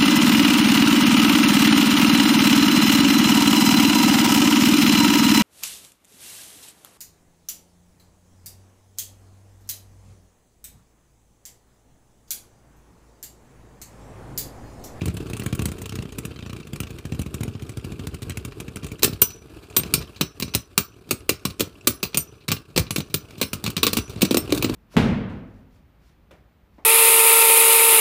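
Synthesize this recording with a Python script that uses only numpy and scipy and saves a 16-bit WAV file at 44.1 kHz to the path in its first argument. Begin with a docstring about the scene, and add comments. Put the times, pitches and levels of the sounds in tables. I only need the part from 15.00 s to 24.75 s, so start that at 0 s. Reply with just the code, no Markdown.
"""A small room: two spinning tops with metal rings in a thin plastic bowl, a microphone above.
One tip first ticks along the rim; then the tops clash again and again. Both are shaped noise bursts.
Knocks send falling sine thumps through the bowl; the metal rings sing as wavering decaying sines.
The tips grind and scuff softly all along, as lumpy filtered noise; echo and quiet hiss lie behind."""
import sys
import numpy as np
from scipy import signal
from scipy.fft import rfft, irfft, next_fast_len
from scipy.io import wavfile
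from scipy.ndimage import map_coordinates

SR = 44100
rng = np.random.default_rng(int(sys.argv[2]) if len(sys.argv) > 2 else 0)


def volts_from_decibels(level):
    """Turn decibel levels (scalar or array-like) into linear amplitude factors."""
    exponent = np.asarray(level, float) / 20
    return 10 ** exponent


def to_wav(s):
    """Save 16-bit WAV."""
    ch = np.atleast_2d(s).T  # columns
    pcm = np.round(np.clip(ch, -1, 1) * 32767)  # PCM
    wavfile.write(sys.argv[1], SR, pcm.astype(np.int16))


N = 429962


def along(points, hz):
    """Interpolates (Hz, value) points on a log frequency axis."""
    point_hz, value = np.transpose(points)
    return np.interp(np.log(hz + 1), np.log(point_hz + 1), value)


def unit(x):
    """Scales to rms 1."""
    return x / np.sqrt(np.mean(x ** 2) + 1e-20)


def coloured(x, spectrum):
    """Filters x through (Hz, dB) points; white noise keeps its rms."""
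    size = next_fast_len(len(x) + 8192)
    gain = unit(volts_from_decibels(along(spectrum, np.fft.rfftfreq(size, 1 / SR))))
    return irfft(rfft(x, size) * gain, size)[:len(x)]


def add(track, start_s, sound):
    """Mixes a sound into the track at start_s."""
    track[max(round(start_s * SR), 0):][:len(sound)] += sound


def knocks(events, spectrum, head_t60_s, body_t60_s, body_db, uneven_db):
    """Noise bursts with a head and a weaker rattling body; each blow wakes the plastic unevenly."""
    track, t = np.zeros(N + SR), np.arange(8192) / SR
    hz = np.fft.rfftfreq(len(t), 1 / SR)
    colour = volts_from_decibels(along(spectrum, hz))
    treble = np.clip((hz - 4500) / 4000, 0, 1)
    for start_s, level_db, treble_db in events:
        # touches under -24 dB drag out: head up to 3x, attack up to 9x
        stretch = 1 + 2 * np.clip((-24 - level_db) / 14, 0, 1)
        head = volts_from_decibels(-60 * t / (head_t60_s * stretch))
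        body = volts_from_decibels(body_db - 60 * t / body_t60_s)
        attack = 1 - np.exp(-t / (0.00049 * stretch ** 2))
        shape = (head + body) * attack
        # parts rattle as they part; the burst keeps its energy
        chatter = volts_from_decibels(2.44 * map_coordinates(rng.standard_normal(128), [t * 400]))
        chatter *= np.linalg.norm(shape) / np.linalg.norm(shape * chatter)
        uneven = volts_from_decibels(uneven_db * map_coordinates(rng.standard_normal(64), [hz / 450]))
        gain = unit(colour * uneven) * volts_from_decibels(treble_db * treble)
        blow = irfft(rfft(rng.standard_normal(len(t))) * gain)
        add(track, start_s, volts_from_decibels(level_db) * shape * chatter * blow)
    return track[:N]


# tops striking each other: start_s, crack_db, treble_db (extra), thump_db, final_pitch_hz
CLASH_EVENTS = [(4.0223, -19.5, -7, -43, 110), (4.0313, -5, -2.5, -15, 243), (4.0429, -8, 2.5, -13.5, 114),
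                (4.076, -27, -8.5, -12, 216), (4.1262, -31, -5.5, -20, 65), (4.2184, -6, 0.5, -20, 65),
                (4.3017, -35, -5.5, -35, 65), (4.6251, -42.5, -16, -44, 90), (4.7646, -8.5, 1, -12, 172),
                (4.7953, -23, -16, -22, 114), (4.8337, -22.5, -14.5, -24, 63.7),
                (4.8572, -34, -12, -25, 80), (4.9386, -7.5, 1.5, -15, 82), (4.978, -33, -20, -19, 64.3),
                (5.0141, -28, -13, -28, 65.5), (5.1586, -34, -14, -40, 65), (5.2105, -7.5, -7, -11, 112),
                (5.3991, -20, -2.5, -22.5, 90.5), (5.4232, -14, -7, -15.5, 114),
                (5.4781, -31.5, -15, -28.5, 90), (5.538, -17.5, -11, -34, 90),
                (5.5495, -10, 1.5, -15.5, 65), (5.778, -4.5, -1.5, -13.5, 104),
                (6.089, -37, -8, -33, 110.6), (6.1089, -9.5, -1, -9, 206), (6.2924, -6.5, -1, -9, 231),
                (6.4513, -11.5, -5, -11.5, 108), (6.5, -30, -8.5, -30, 80), (6.5956, -19, -2, -15, 172),
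                (6.6058, -10, -2, -8.5, 209), (6.8718, -5, 0.5, -4.5, 201), (7.0294, -12.5, -5.5, -15, 145),
                (7.0373, -18.5, -5, -38, 110), (7.0508, -23, -15, -28, 66), (7.1292, -35, -25, -48, 110),
                (7.1446, -14, -9, -16, 142), (7.1724, -12.5, 6.5, -17, 108), (7.3344, -50.5, -19, -48, 90),
                (7.4054, -45, -19, -46, 90), (7.481, -16.5, -8.5, -35, 80), (7.4859, -15, -7.5, -16, 81),
                (7.505, -20, -22.5, -33, 80), (7.517, -8.5, -6, -16, 86), (7.5652, -27, -21, -31, 80),
                (7.7004, -53, -14, -41, 90), (7.7613, -11, -10.5, -15.5, 107),
                (7.7762, -4.5, -7, -11.5, 93.5), (7.7936, -18.5, -1, -14, 65), (7.864, -34, -24, -33, 65),
                (7.9067, -15.5, -4.5, -21, 80), (7.9606, -11.5, -6, -20, 150), (7.981, -20.5, -3, -11, 111),
                (8.0033, -21.5, -9, -32, 80), (8.0976, -40, -10, -36, 80), (8.1412, -11, 0, -18, 82.5),
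                (8.3033, -38.5, -10.5, -45, 90), (8.379, -36, -5, -27.5, 80),
                (8.414, -9.5, -6.5, -11.5, 159), (8.4276, -13.5, -11, -33, 80),
                (8.5311, -16.5, -1.5, -18, 92), (8.64, -19.5, -4.5, -20, 80), (8.6494, -26, -14, -29, 79),
                (8.6625, -13.5, -11, -29, 80), (8.676, -20, -10, -15, 66.5), (8.7017, -24, -4, -39, 65),
                (8.7664, -13, -8.5, -16.5, 80), (8.7777, -17, -10, -26, 80), (8.8306, -4.5, -6.5, -13, 198),
                (8.8335, -29.5, 6, -25, 110), (8.8458, -15, -27, -39, 80), (8.8667, -6.5, -4.5, -19, 110),
                (8.8774, -13, -17, -18, 110), (8.9311, -12, -1, -18, 151), (8.9688, -10, -3.5, -8.5, 143),
                (8.985, -19.5, -6, -19, 62), (9.095, -33.5, -5.5, -36, 90), (9.1202, -41, -13, -36, 90),
                (9.1617, -43, -19, -22, 64), (9.1778, -36, -24, -41, 90), (9.2092, -22.5, -7, -32, 110),
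                (9.218, -8, -1.5, -24, 145), (9.2276, -15, -6.5, -1, 139), (9.2499, -14.5, -7, -29, 233),
                (9.309, -12.5, -8.5, -2.5, 177), (9.323, -28, -2, -24, 298), (9.344, -13, -5, 0.5, 234),
                (9.3698, -11, 0, -4, 192), (9.4919, -32, -22, -16.5, 192), (9.5227, -11.5, -7.5, 1.5, 245),
                (9.5468, -21, -2, -34, 200), (9.561, -31, 0, -21, 129), (9.5756, -20.5, -3.5, -12.5, 177),
                (9.624, -14, -5.5, -10, 303), (9.644, -12.5, -10, -5, 184), (9.6952, -22, -10, -7, 187),
                (9.7387, -27, -5, -32, 110)]
# crack spectrum: freq_hz, density_db (per Hz)
CRACK_SPECTRUM = [(400, -6.5), (700, -16.5), (1150, -10), (1860, -14), (2560, -7), (3200, -10.5),
                  (4060, -4.5), (5200, -9), (7000, -8), (8600, -6), (11900, -12.5), (14700, -4),
                  (16500, -10)]


def clashes():
    """Hard top-on-top cracks: short noise head, long weak rattling body."""
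    return knocks([row[:3] for row in CLASH_EVENTS], CRACK_SPECTRUM,
                  head_t60_s=0.034, body_t60_s=0.14, body_db=-21.5, uneven_db=1.43)


# tip hopping on the rim: start_s, tick_db, treble_db (extra), thump_db
HOP_EVENTS = [(0.0161, -30, -13, -14.5), (0.0561, -29, 3.5, -17), (0.08, -28, -6, -14),
              (0.0967, -36, -9, -30), (0.1398, -51, 16, -23), (0.1678, -30, -3, -23.5),
              (0.201, -38, -12, -31), (.265, -35, -10, -31), (.2979, -34, -3, -25), (0.332, -30, -1, -19),
              (0.3674, -30.5, 0, -29), (0.3954, -31, 3, -19), (0.4196, -30, -18, -24), (0.434, -35, 1, -36),
              (0.4606, -27, 1, -15), (0.4857, -40, -6, -37), (0.5265, -26.5, -8, -12.5),
              (0.5492, -33, 5, -32), (0.592, -26.5, -4, -13.5), (0.6188, -30.5, 4, -16),
              (0.6555, -23, 3.5, -15), (0.6845, -32, -3, -20.5), (0.7167, -32, -1.5, -23),
              (0.7815, -36.5, -1, -32), (0.8162, -33, 4.5, -25), (0.8565, -30, -1, -31),
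              (.8925, -29, -4.5, -29), (0.922, -30, -10, -23), (0.954, -28, -4.5, -22.5),
              (0.986, -32.5, -9, -18), (1.022, -32.5, -7, -25), (1.0521, -37, -14, -23),
              (1.121, -35.5, -4, -29), (1.1839, -29, 4.5, -20.5), (1.2504, -31.5, 6, -21.5),
              (1.3143, -38, -21, -33), (1.3593, -33.5, -20, -32), (1.3892, -35, -13, -28),
              (1.424, -35, -17, -27.5), (1.461, -32.5, -14, -24.5), (1.4953, -33, -8, -24),
              (1.529, -32.5, -5, -23.5), (1.5623, -34, -9, -27), (1.599, -35.5, -11, -28),
              (1.669, -36.5, -5, -31), (1.731, -33, -1, -20), (1.7579, -33, -1, -29),
              (1.8025, -25, 0.5, -18), (1.832, -30.5, -9, -25), (1.868, -35, -10, -32),
              (1.9036, -35, -4, -26), (1.985, -31.5, -7, -31), (2.051, -33, -4, -20.5),
              (2.1207, -28.5, -13, -14.5), (2.1462, -36, -6, -24), (2.1924, -32, 2, -14.5),
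              (2.215, -32.5, 3, -25), (2.261, -36, -2, -19.5), (2.3416, -30, 3, -19),
              (2.406, -31.5, -4, -16), (2.4325, -28, 0.5, -22), (2.4773, -36, -5, -17),
              (2.55, -38, -15, -21), (2.594, -37.5, -14, -41), (2.621, -36.5, -4, -22.5),
              (2.6921, -35, 1, -27), (2.7705, -33.5, 0, -21), (2.8445, -34.5, 1, -21),
              (2.919, -34.5, -7, -20), (2.993, -32, -10, -21), (3.0691, -29.5, 0.5, -20.5),
              (3.1424, -33, 0, -23.5), (3.219, -32.5, -3, -25), (3.227, -33, -2, -29),
              (3.2955, -29.5, 0.5, -21.5), (3.3041, -28.5, -11, -41), (3.3177, -34, -9, -31),
              (3.3712, -29.5, 1, -21), (3.449, -29.5, 1, -21), (3.52, -36, -15, -37),
              (3.6003, -29.5, 0, -25.5), (3.68, -32, -11, -23.5), (3.7583, -32, 1.5, -23),
              (3.7682, -31, -5, -31), (3.8302, -34, -8, -24), (3.843, -31.5, -3, -21.5),
              (3.865, -33.5, 2, -38), (3.9155, -33.5, -1.5, -23.5), (3.9912, -36.5, -2, -35)]
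# tick spectrum: freq_hz, density_db (per Hz)
TICK_SPECTRUM = [(400, -15), (700, -4), (1150, 0.5), (1800, 0), (2550, 2.5), (3500, -0.5), (5200, -3.5),
                 (7000, 1), (9500, -0.5), (13000, -8), (15000, -1.5), (16500, -15)]


def hops():
    """Light tip-on-rim ticks: brief noise bursts with a short body."""
    return knocks([row[:3] for row in HOP_EVENTS], TICK_SPECTRUM,
                  head_t60_s=0.012, body_t60_s=0.037, body_db=-2.5, uneven_db=2.5)


RIM_HZ, THUMP_LAG_S = 67, 0.00182  # final pitch under a hop; thump trails its knock
# a knocked top lands again
LAND_DELAY_S, LAND_LOSS_DB, LAND_MAX_DB, LAND_HZ = 0.019, 9, -22, 69.7


def thumps():
    """Bending waves in thin plastic carry the highs faster, so each thump falls in pitch."""
    track, t = np.zeros(N + SR), np.arange(SR // 10) / SR
    blows = [(start_s, db, RIM_HZ) for start_s, _, _, db in HOP_EVENTS]
    for start_s, _, _, db, hz in CLASH_EVENTS:
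        blows.append((start_s, db, hz))
        blows.append((start_s + LAND_DELAY_S, min(db - LAND_LOSS_DB, LAND_MAX_DB), LAND_HZ))
    for start_s, db, hz in blows:
        cycles = hz * t + 0.9 * (1 - np.exp(-t / 0.004))
        rise = 1 - np.exp(-t / (0.00032 * hz / 65))  # higher knocks build up more slowly
        decay = np.exp(-t * hz / 0.71)
        add(track, start_s + THUMP_LAG_S, volts_from_decibels(db) * np.sin(2 * np.pi * cycles) * decay * rise)
    return track[:N]


# blows that set one ring family singing: start_s, family_hz (picks the nearest family), ring_db
RING_STRIKES = [(4.03, 11040, -40), (4.031, 14900, -18), (4.218, 5930, -27), (4.216, 13300, -14),
                (4.217, 11040, -37), (4.216, 14900, -17), (4.766, 13300, -15), (4.764, 14900, -31),
                (4.937, 5380, -38), (4.938, 13300, -22.5), (4.941, 5930, -43), (5.212, 5930, -43),
                (5.21, 14900, -36), (5.397, 14900, -42), (5.552, 11040, -42), (5.552, 14900, -45),
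                (5.779, 5930, -40.5), (5.779, 11040, -44), (5.779, 14900, -23.5), (6.107, 11040, -37.5),
                (6.109, 14900, -36), (6.293, 14900, -39), (6.452, 11040, -41), (6.607, 11040, -49),
                (6.607, 14900, -37), (6.874, 5380, -45), (6.873, 5930, -45), (6.872, 11040, -30),
                (6.874, 14900, -22), (7.027, 11040, -43), (7.028, 14900, -29), (7.176, 5930, -39),
                (7.175, 13300, -18.5), (7.516, 5380, -47), (7.517, 11040, -45), (7.517, 14900, -32),
                (7.908, 5930, -43), (7.906, 11040, -34), (7.96, 11040, -41), (8.145, 14900, -30),
                (8.411, 5380, -42), (8.413, 11040, -36), (8.413, 14900, -28), (8.835, 14900, -23),
                (8.97, 5930, -37), (8.969, 14900, -39), (9.224, 5930, -38), (9.369, 5380, -33),
                (9.369, 13300, -24), (9.37, 14900, -35), (9.625, 14900, -34)]
# metal ring modes, one family a line: mode_hz, level_db, t60_s
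RING_FAMILIES = [
    [(5330, 0, .22), (5425, -1, .24)],
    [(5900, 0, .33), (5965, -1, .29)],
    [(8640, 2, .1), (13235, -6, .1), (13320, 1, .11), (13600, 0, .11)],
    [(8362, -1, .19), (11005, -2, .18), (11068, 0, .2)],
    [(14485, -2, .14), (14560, -1, .14), (15000, -2, .13), (15090, -2, .13), (15170, 2, .07),
     (15450, -4, .07)],
]
HARD_DB = -18  # clashes above this ring every family faintly
FAINT_DB, FAINT_SPREAD_DB = -41, 5  # relative to the crack


def rings():
    """The struck spot picks a mode family, some split into close pairs by spin; wobble makes it waver."""
    track, t = np.zeros(N + SR), np.arange(SR // 3) / SR

    def nearest(hz):
        return min(RING_FAMILIES, key=lambda family: min(abs(mode[0] - hz) for mode in family))

    blows = [(start_s, db, nearest(hz)) for start_s, hz, db in RING_STRIKES]
    for start_s, crack_db, *_ in CLASH_EVENTS:
        if crack_db > HARD_DB:
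            for family in RING_FAMILIES:
                faint_db = crack_db + FAINT_DB + FAINT_SPREAD_DB * rng.standard_normal()
                blows.append((start_s, faint_db, family))
    for start_s, ring_db, family in blows:
        for hz, level_db, t60_s in family:
            waver_db = 4.5 * map_coordinates(rng.standard_normal(32), [t * 55])
            decay = volts_from_decibels(ring_db + level_db + waver_db - 60 * t / t60_s)
            attack = 1 - np.exp(-t / 0.002)
            drift_rad = 0.031 * np.cumsum(rng.standard_normal(len(t)))
            tone = np.sin(2 * np.pi * (hz * t + rng.random()) + drift_rad)
            add(track, start_s, decay * attack * tone)
    return track[:N]


# tip pressure on the plastic: time_s, rumble_db
GRIND_LEVEL = [(0.0, -34), (1.54, -40.5), (2.41, -38.5), (2.71, -39.5), (3.99, -40), (4.4, -47),
               (4.72, -43), (4.91, -37), (5.19, -45.5), (5.89, -51), (7.03, -46.5), (7.5, -53.5),
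               (7.76, -49), (7.93, -51.5), (8.36, -44.5), (8.8, -42.5), (9.09, -41), (9.75, -30.5)]
MEET_S = 4.03  # rim shakes freely; from here both tips run on the stiffer middle
SCRATCH_RIM_DB, SCRATCH_MIDDLE_DB = -14.5, -10  # relative to rumble


def pressure(t):
    """Rumble and scratch levels in dB at times t."""
    rumble_db = np.interp(t, *np.transpose(GRIND_LEVEL))
    return rumble_db, rumble_db + np.where(t < MEET_S, SCRATCH_RIM_DB, SCRATCH_MIDDLE_DB)


# scuff spectrum: freq_hz, density_db (per Hz)
SCUFF_SPECTRUM = [(400, -27), (1200, -5), (2000, -4.5), (2600, 8.5), (3300, 1.5), (5000, -4), (7500, -3),
                  (12000, -19), (16500, -28)]
SCUFF_DB, SCUFF_SPREAD_DB = 10.5, 3.5  # relative to scratch
SCUFF_TREBLE_DB, SCUFF_TREBLE_SPREAD_DB = -5.5, 5.7


def scuffs(count):
    """Light touches at chance moments, short noise bursts following the grinding pressure."""
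    chance = rng.standard_normal((count, 2))
    start_s = (np.arange(count) + rng.random(count)) * N / SR / count
    level_db = pressure(start_s)[1] + SCUFF_DB + SCUFF_SPREAD_DB * chance[:, 0]
    treble_db = SCUFF_TREBLE_DB + SCUFF_TREBLE_SPREAD_DB * chance[:, 1]
    return knocks(zip(start_s, level_db, treble_db), SCUFF_SPECTRUM,
                  head_t60_s=0.0073, body_t60_s=0.042, body_db=-12.5, uneven_db=4.0)


# bowl rumble spectrum: freq_hz, density_db (per Hz)
RUMBLE_SPECTRUM = [(18, -53.5), (30, 3.5), (114, 2), (236, -8.5), (265, -3.5), (301, -3.5), (442, -3),
                   (509, -16.5), (900, -46), (1170, -57), (1980, -120)]
# tip scratch spectrum: freq_hz, density_db (per Hz)
SCRATCH_SPECTRUM = [(350, -6), (600, 16), (885, 7.5), (1150, 12.5), (1720, 7), (1870, -4.5), (2570, 7),
                    (3040, 2), (4740, 1.5), (5910, -8.5), (8130, -2.5), (15200, -9), (16500, -45)]


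def grind():
    """The tips catch on the plastic in small uneven lumps that shake the bowl and scratch."""
    t = np.arange(N) / SR
    rumble_db, scratch_db = pressure(t)
    catches = (rng.random(N) < 200 / SR) * volts_from_decibels(2.5 * rng.exponential(1, N))  # about 200 a second
    lumps = unit(signal.fftconvolve(catches, np.exp(-t[:SR // 20] / 0.0052))[:N])
    rumble = unit(coloured(rng.standard_normal(N) * (0.28 + lumps), RUMBLE_SPECTRUM))
    scratch = unit(coloured(rng.standard_normal(N) * (0.8 + lumps), SCRATCH_SPECTRUM))
    return volts_from_decibels(rumble_db) * rumble + volts_from_decibels(scratch_db) * scratch


# hollow plastic modes of bowl and tops: mode_hz, width_hz, level_db
SHELL_MODES = [(434, 177, 1.5), (1121, 130, -2), (1340, 41, -4.5), (2376, 147, -0.5), (2713, 350, -4.5),
               (3110, 32, 0), (3940, 110, -9)]


def shell(x):
    """Every blow also rings the hollow plastic: parallel second-order resonances."""
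    size = next_fast_len(N + 8192)
    f = np.fft.rfftfreq(size, 1 / SR)
    response = 0
    for hz, width_hz, db in SHELL_MODES:
        damping = 1j * f * width_hz
        response = response + volts_from_decibels(db) * damping / (hz * hz - f * f + damping)
    return irfft(rfft(x, size) * response, size)[:N]


# bowl and room dying away: freq_hz, t60_s
TAIL_DECAY = [(100, 0.1), (400, 0.19), (800, 0.14), (1300, 0.34), (1800, 0.24), (2600, 0.16), (5000, 0.19),
              (13000, 0.08)]


def tail(x):
    """Noise echo, each frequency dying at its own speed; a new echo every fifth of a second."""
    wet, step = np.zeros(N + SR), SR // 5
    for start in range(0, N, step):
        hz, t, bins = signal.stft(rng.standard_normal(SR // 3), SR, nperseg=256)
        decay = volts_from_decibels(-60 * t / along(TAIL_DECAY, hz)[:, None])
        echo = signal.istft(bins * decay, SR, nperseg=256)[1]
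        echo = echo / np.linalg.norm(echo)
        add(wet, start / SR + 0.004, signal.fftconvolve(x[start:start + step], echo))
    return wet[:N]


# steady background spectrum: freq_hz, density_db (per Hz)
HISS_SPECTRUM = [(300, -30.5), (1000, 0), (4000, 11), (10000, -29), (16000, 13)]


def hiss():
    """Steady quiet noise of room and microphone."""
    return volts_from_decibels(-76.0) * coloured(rng.standard_normal(N), HISS_SPECTRUM)


def scene():
    """Knocks with their echo, over grinding and hiss."""
    sharp = hops() + scuffs(count=400) + clashes()
    low, metal = thumps(), rings()
    sharp = sharp + shell(sharp)
    echo = tail(volts_from_decibels(-14.0) * sharp + volts_from_decibels(-7.5) * low + volts_from_decibels(-23.0) * metal)
    return (sharp + low + metal + echo + grind() + hiss())[None]


def roll_off(x):
    """The treble ends steeply here."""
    return signal.sosfilt(signal.butter(12, 16800, fs=SR, output="sos"), x)


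TOP_HZ, BASS_HZ = 15450, 52  # microphone band


def record(dry):
    """Small microphone: soft ceiling, little deep bass, little above its band."""
    hz = np.fft.rfftfreq(N, 1 / SR)
    treble_cut = volts_from_decibels(-24 * np.clip((hz - TOP_HZ) / 250, 0, 1))
    bass_cut = 1 / np.sqrt(1 + (BASS_HZ / (hz + 1)) ** 8)
    held = dry / (1 + np.abs(dry) ** 6) ** (1 / 6)
    return roll_off(irfft(rfft(held) * treble_cut * bass_cut, N))


dry = scene()
out = record(dry)
to_wav(out)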